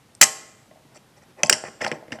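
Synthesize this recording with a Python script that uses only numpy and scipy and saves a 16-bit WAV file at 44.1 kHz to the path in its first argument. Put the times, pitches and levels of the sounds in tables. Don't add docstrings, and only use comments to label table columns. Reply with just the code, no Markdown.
import sys
import numpy as np
from scipy import signal
from scipy.fft import rfft, irfft
from scipy.io import wavfile
from scipy.ndimage import uniform_filter1d

SR = 44100
rng = np.random.default_rng(int(sys.argv[2]) if len(sys.argv) > 2 else 0)


def transcribe(signal):
    frames = np.atleast_2d(signal).T
    limited = np.clip(frames, -1, 1)
    pcm = np.round(limited * 32767).astype(np.int16)
    wavfile.write(sys.argv[1], SR, pcm)


def natural_amplitude(level_db):
    exponent = np.asarray(level_db, float) / 20
    return 10 ** exponent


N = 97020

# frequency in [Hz], density in [dB per Hz].
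FLOOR_SPECTRUM = [(25,4), (60,-5), (130,0), (300,-9), (700,-12), (1500,-17), (5000,-23.5), (14000,-29.5)]

# start in [s], bending level in [dB], centre of the
# bending modes in [Hz], edge level in [dB], centre of the edge modes in [Hz].
DROP_HITS = [(.1505,-60.5,2000,-31.5,9000), (.2105,-39.5,2200,-34,7240), (.2132,5,2000,10.5,11500),
             (.2148,-0.5,2900,10.5,6880), (.2165,-10,1900,11,7130), (.2195,-12.5,1900,-3,7240),
             (.2235,1,3425,-5.5,4400), (.2248,2,2400,5,6640), (.2280,-10.5,1900,-6,6200),
             (.2298,-7.5,2000,-5.5,6560), (.2325,-8,2600,5.5,6700), (.2345,-17.5,1900,-3,7700),
             (.2380,-9.5,3000,4.5,6800), (.2405,-17,1900,-2,7400), (.2430,-19.5,1900,-15,7750),
             (.2500,-21.5,1900,-24.5,7500)]
# [s, dB, Hz, dB, Hz].
MESH_HITS = [(1.4331,2,2450,-3.5,5860), (1.4372,-13.5,2490,-19.5,5000), (1.449,-47,2010,-24,7880),
             (1.461,-45,2040,-21.5,4966), (1.4690,-35,2000,-23.5,8060), (1.4963,1.5,1640,1.5,5280),
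             (1.4969,1,2450,5,7960), (1.499,-11.5,2520,1.5,5600), (1.5028,-12.5,2200,-13.5,7800),
             (1.5222,-28,2010,-20,5420), (1.527,-1.5,2910,1,5640), (1.5319,-34,2005,-9,7700),
             (1.5335,-13.5,2100,-9,5640), (1.5400,-21,2200,-13,5640), (1.6383,-28.5,1950,-50,5500),
             (1.684,-33,1980,-48,5450)]
# [s, dB, Hz, dB, Hz].
SETTLE_HITS = [(1.808,-26,1990,-45,5300), (1.8160,-16,2000,-27,7200), (1.8225,-29,2370,-27,5220),
               (1.837,-27,1390,-28,5245), (1.8463,-13.5,2860,-19,5800), (1.8471,-9,1686,-22.5,4970),
               (1.8646,-13,1880,-23.5,5400), (1.877,-41,2780,-23.5,4630), (1.9158,-13,2050,-20,5730),
               (1.9230,-19.5,2390,-46,7300), (2.0816,-39.5,1890,-59.5,5500), (2.1070,-40,2000,-62,5460),
               (2.1209,-18,2670,-26,5300), (2.1280,-20,2180,-32.5,5300), (2.188,-31.5,1600,-62,5460)]
# [s, dB, Hz, dB, Hz].
EXTRA_HITS = [(.2200,-7,3640,-14,3960), (.2310,-26,3700,-7,4120), (.2420,-16,3570,-14,4495),
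              (.7110,-45.5,2000,-63,5540), (.9580,-55,2400,-54,5900), (.9680,-44,2022,-52,7780),
              (.9740,-41,2390,-51,5900), (1.8115,-20.5,2040,-37,5560), (1.8135,-25,2005,-28,4820),
              (1.8185,-19.5,2020,-24,5300), (1.8275,-39,2730,-32,5350), (1.8300,-30,1640,-38,7400),
              (1.8335,-25,1500,-38,7360), (1.8420,-19,1940,-30,5180), (1.8520,-31,1987,-35,5000),
              (1.8670,-45,2400,-31,4730), (1.8720,-34,1900,-26,4750), (1.8810,-29.5,2000,-22,4600),
              (1.8870,-34,2010,-37,4700), (1.9200,-19.5,1720,-38,7260), (1.9260,-37,1900,-39,5150),
              (2.1170,-42,1640,-55,5300), (2.1235,-23.5,1860,-30.5,5640), (2.1330,-28,1900,-48.5,5400),
              (2.1380,-39,1900,-44.5,5300), (2.1440,-42,1850,-56,5000), (2.1950,-35,1380,-52,5300)]

# frequency in [Hz], level in [dB], t60 in [s].
BENDING_MODES = [(1334,-1,0.014), (1640,-4.5,.012), (1821,0,0.017), (2027,-1,.018), (2450,-1.5,0.011),
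                 (2790,-2,0.015), (3040,-2,0.014), (3360,-3,.008)]
# frequency in [Hz], level in [dB], t60 in [s].
EDGE_MODES = [(4040, -1.5, 0.0043), (4400, -7.5, 0.0073), (4680, 1, 0.0074), (5300, 0.5, 0.013),
              (5826, -2.5, .011), (6020, 3, 0.0086), (6800, -1, .01), (7332, -2, 0.013), (7733, -2, 0.016),
              (8357, 1, 0.01), (9300, -3, 0.0061), (10100, -5.5, .009), (11500, -6.5, 0.0065),
              (13200, -11.5, 0.0049)]
# one level change in [dB] per edge mode, in the order of the edge modes.
GRIP_EDGE_DB = [-8.5, -1.5, 0, 1, 0.5, -5.5, -9, 1, 1, -5, -8.5, 1.5, -4.5, -5]

# frequency in [Hz], t60 in [s].
ROOM_T60 = [(100, .5), (300, 1.7), (700, 0.72), (1800, 0.78), (4800, 0.6073), (8000, 0.67), (13000, 0.35)]
# frequency in [Hz], level in [dB].
ROOM_COLOUR = [(450, -0.5), (700, 4), (1500, -1), (2800, -7), (3800, -0.5), (5000, -4), (8000, -3.5),
               (13000, 0.5)]

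# start in [s], tabletop level in [dB], centre of the tabletop
# modes in [Hz], low thump level in [dB].
KNOCKS = [(.2135,-12.5,730,-26.5), (.224,-9,723,-32), (.236,-24.5,768,-42), (.711,-41.5,643,-52.5),
          (.757,-40.5,626,-65), (.773,-57,630,-68), (.850,-66,630,-49), (1.228,-45.5,800,-67),
          (1.4343,-13,640,-26.5), (1.4465,-23,644,-29.5), (1.482,-30,660,-41), (1.497,-19.5,670,-30),
          (1.509,-13.5,382,-34.5), (1.527,-15.5,638,-26.5), (1.6385,-25,697,-36), (1.683,-34,525,-43),
          (1.811,-26.5,700,-38), (1.8225,-19.5,543,-36), (1.847,-22.5,645,-29.5), (1.865,-20,793,-48),
          (1.876,-25.5,620,-35), (1.9165,-17.5,492,-26.5), (1.930,-20,376,-34.5), (1.967,-48,700,-43),
          (2.0265,-33,700,-51), (2.083,-41.5,483,-40), (2.108,-34.5,480,-44.5), (2.1208,-30,512,-30.5),
          (2.128,-36.5,400,-34), (2.137,-27.5,450,-40), (2.187,-37.5,700,-37.5)]
# frequency in [Hz], level in [dB], t60 in [s].
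TABLETOP_MODES = [(357.3,-3.5,0.056), (506,1,0.037), (622,3.5,0.038), (685,1,0.027), (811,3,0.025),
                  (1052,-4,0.052)]
# frequency in [Hz], level in [dB], t60 in [s].
THUMP_MODES = [(110, -9, 0.077), (149.5, -8.5, 0.12), (223.2, -2.5, 0.11), (300, -2, 0.04656)]
# frequency in [Hz], level in [dB], t60 in [s].
PANEL_MODES = [(436,-27,.4), (624.5,-18,0.48), (710,-19.5,0.2), (785.3,-22.5,0.39), (899,-24,0.26),
               (1077,-25,0.42)]

# start in [s], length in [s], bending level in [dB], rubbing level in [dB],
# tabletop level in [dB].
SLIDES = [
    (0.937,0.049,-49,-44.5,-51),
    (1.156,0.04,-53,-56.5,-56.5),
    (1.205,0.046,-52,-58.5,-62),
    (1.355,0.092,-43.5,-56.5,-43.5),
    (1.627,0.079,-35,-43,-41),
    (1.788,0.13,-30.5,-42.5,-35.5),
    (1.9,0.088,-45,-51,-41.5),
    (2.105,0.085,-43.5,-48.5,-43),
]
# frequency in [Hz], level in [dB], t60 in [s].
RUBBING_MODES = [(4567, -5, 0.016), (5300, 0, 0.0089), (5900, 4.5, 0.0071), (7400, -3, 0.01),
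                 (8000, -0.5, 0.0091), (10800, -12.5, 0.0059)]

FLOOR_DB, FLOOR_TOP_HZ = -55, 14300
RUMBLE_DB, RUMBLE_HZ, RUMBLE_LUMPS_DB = -63.5, 144, 8
FOCUS_OCT, OFF_FOCUS_DB = 0.12, -13
SCATTER_DB, DETUNE = 3, 0.025
CHIP_RISE_S, KNOCK_RISE_S = 0.00023, 0.00058
SOFT_RISE_PER_DB = 0.0045
GRIP_START_S = 1.44
ROOM_DB, ROOM_GAP_S = -31, 0.0045
EARLY_DB, EARLY_T60_S = -22, 0.17
PANEL_DAMPING_DB = -5.5
GRAINS_PER_S, GRAIN_SPREAD_DB, GRAIN_DB = 3600, 2.5, -17
MIC_LOW_HZ, MIC_TOP_HZ, CLIP_LEVEL = 92, 14020, 0.99


def at_hz(points, hz):
    p = np.array(points)
    return np.interp(np.log(np.maximum(hz, 1)), np.log(p[:, 0]), p[:, 1])


def bandpass(order, low_hz, high_hz, x):
    return signal.sosfilt(signal.butter(order, [low_hz, high_hz], "band", fs=SR, output="sos"), x)


def noise_floor():
    hz = np.arange(N // 2 + 1) * SR / N
    colour = natural_amplitude(at_hz(FLOOR_SPECTRUM, hz)) * (hz < FLOOR_TOP_HZ)
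    hiss = irfft(rfft(rng.standard_normal(N)) * colour, N)
    rumble = bandpass(1, RUMBLE_HZ / 1.3, RUMBLE_HZ * 2.4, rng.standard_normal(N))
    lumps = uniform_filter1d(uniform_filter1d(rng.standard_normal(N), size=2000), size=2000)
    rumble = rumble * natural_amplitude(RUMBLE_LUMPS_DB * lumps / lumps.std())
    return natural_amplitude(FLOOR_DB) * hiss / hiss.std() + natural_amplitude(RUMBLE_DB) * rumble / rumble.std()


def strike(modes, starts, db, centre_hz=None, rise=CHIP_RISE_S, grip_db=None):
    hz, level_db, t60 = np.transpose(modes)
    t = np.arange(int(t60.max() * SR))[:, None] / SR
    out = np.zeros(N + SR)
    draws = rng.standard_normal((len(starts), 3, len(hz)))
    for k, (spread, detune, sign) in enumerate(draws):
        mode_db = db[k] + level_db + SCATTER_DB * spread
        if grip_db is not None:
            mode_db += grip_db[k]
        if centre_hz is not None:
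            octaves_off = np.log2(hz / centre_hz[k])
            mode_db += OFF_FOCUS_DB * (1 - np.exp(-(octaves_off / FOCUS_OCT) ** 2 / 2))
        blow_rise = rise * (1 + SOFT_RISE_PER_DB * max(-db[k], 0))
        attack = 1 - np.exp(-t / blow_rise)
        envelope = natural_amplitude(mode_db - 60 * t / t60) * attack * np.sign(sign)
        tones = np.sin(2 * np.pi * hz * (1 + DETUNE * detune) * t)
        start = int(starts[k] * SR)
        out[start:start + len(t)] += (envelope * tones).sum(axis=1) / 1.222
    return out[:N]


def chip_contacts(rows):
    starts, bend_db, bend_hz, edge_db, edge_hz = np.transpose(rows)
    grip_db = np.outer(starts > GRIP_START_S, GRIP_EDGE_DB)
    bending = strike(BENDING_MODES, starts, bend_db, bend_hz)
    return bending + strike(EDGE_MODES, starts, edge_db, edge_hz, grip_db=grip_db)


def room_answer(x):
    t = np.arange(SR) / SR
    white = rng.standard_normal((2, SR))
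    edges = 70 * 2 ** np.arange(0, 8, .5)
    tail = 0
    for k, (low, high) in enumerate(zip(edges, edges[1:])):
        hz = np.sqrt(low * high)
        band = bandpass(2, low, high, white[k % 2])
        late = natural_amplitude(ROOM_DB - 60 * t / at_hz(ROOM_T60, hz))
        early = natural_amplitude(EARLY_DB - 60 * t / EARLY_T60_S)
        tail = tail + band * natural_amplitude(at_hz(ROOM_COLOUR, hz)) * (late + early)
    tail = tail * np.clip(t / ROOM_GAP_S, 0, 1) / 10
    size = 1 << 18
    return irfft(rfft(x, size) * rfft(tail, size), size)[:N]


def ring(clicks, modes):
    out = 0
    for k, (hz, level_db, t60) in enumerate(modes):
        radius = natural_amplitude(-60 / (max(t60, .002) * SR))
        w = 2 * np.pi * hz / SR
        push = [0, natural_amplitude(level_db) * np.sin(w)]
        decay = [1, -2 * radius * np.cos(w), radius * radius]
        out = out + (-1) ** k * signal.lfilter(push, decay, clicks + 1e-18)
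    return out


def table_knocks():
    starts, top_db, top_hz, low_db = np.transpose(KNOCKS)
    blows = np.zeros(N)
    blows[(starts * SR).astype(int)] = natural_amplitude(top_db + PANEL_DAMPING_DB * (starts > 1))
    tabletop = strike(TABLETOP_MODES, starts, top_db, top_hz, rise=KNOCK_RISE_S)
    thump = strike(THUMP_MODES, starts, low_db, rise=KNOCK_RISE_S)
    return tabletop + thump + ring(blows, PANEL_MODES)


def chip_slides():
    grains = (rng.random(N) < GRAINS_PER_S / SR) * rng.choice([-1, 1], N)
    grains = grains * natural_amplitude(GRAIN_SPREAD_DB * np.minimum(rng.exponential(1, N), 4) + GRAIN_DB)
    t = np.arange(N) / SR
    drive = np.zeros((3, N))
    for start, length, *db in SLIDES:
        stroke = np.sin(np.pi * np.clip((t - start) / length, 0, 1)) ** 2
        drive += natural_amplitude(np.array(db))[:, None] * stroke * grains
    bending = ring(drive[0], BENDING_MODES[:5])
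    return bending + ring(drive[1], RUBBING_MODES) + ring(drive[2], TABLETOP_MODES)


def scene():
    chips = chip_contacts(DROP_HITS + MESH_HITS + SETTLE_HITS) + chip_contacts(EXTRA_HITS)
    close = chips + table_knocks() + chip_slides()
    return (close + room_answer(close) + noise_floor())[None]


def low_pass(x):
    return signal.sosfilt(signal.butter(12, 20000, fs=SR, output="sos"), x)


def record(dry):
    mic = bandpass(2, MIC_LOW_HZ, MIC_TOP_HZ, dry)
    return low_pass(np.clip(mic, -CLIP_LEVEL, CLIP_LEVEL))


dry = scene()
out = record(dry)
transcribe(out)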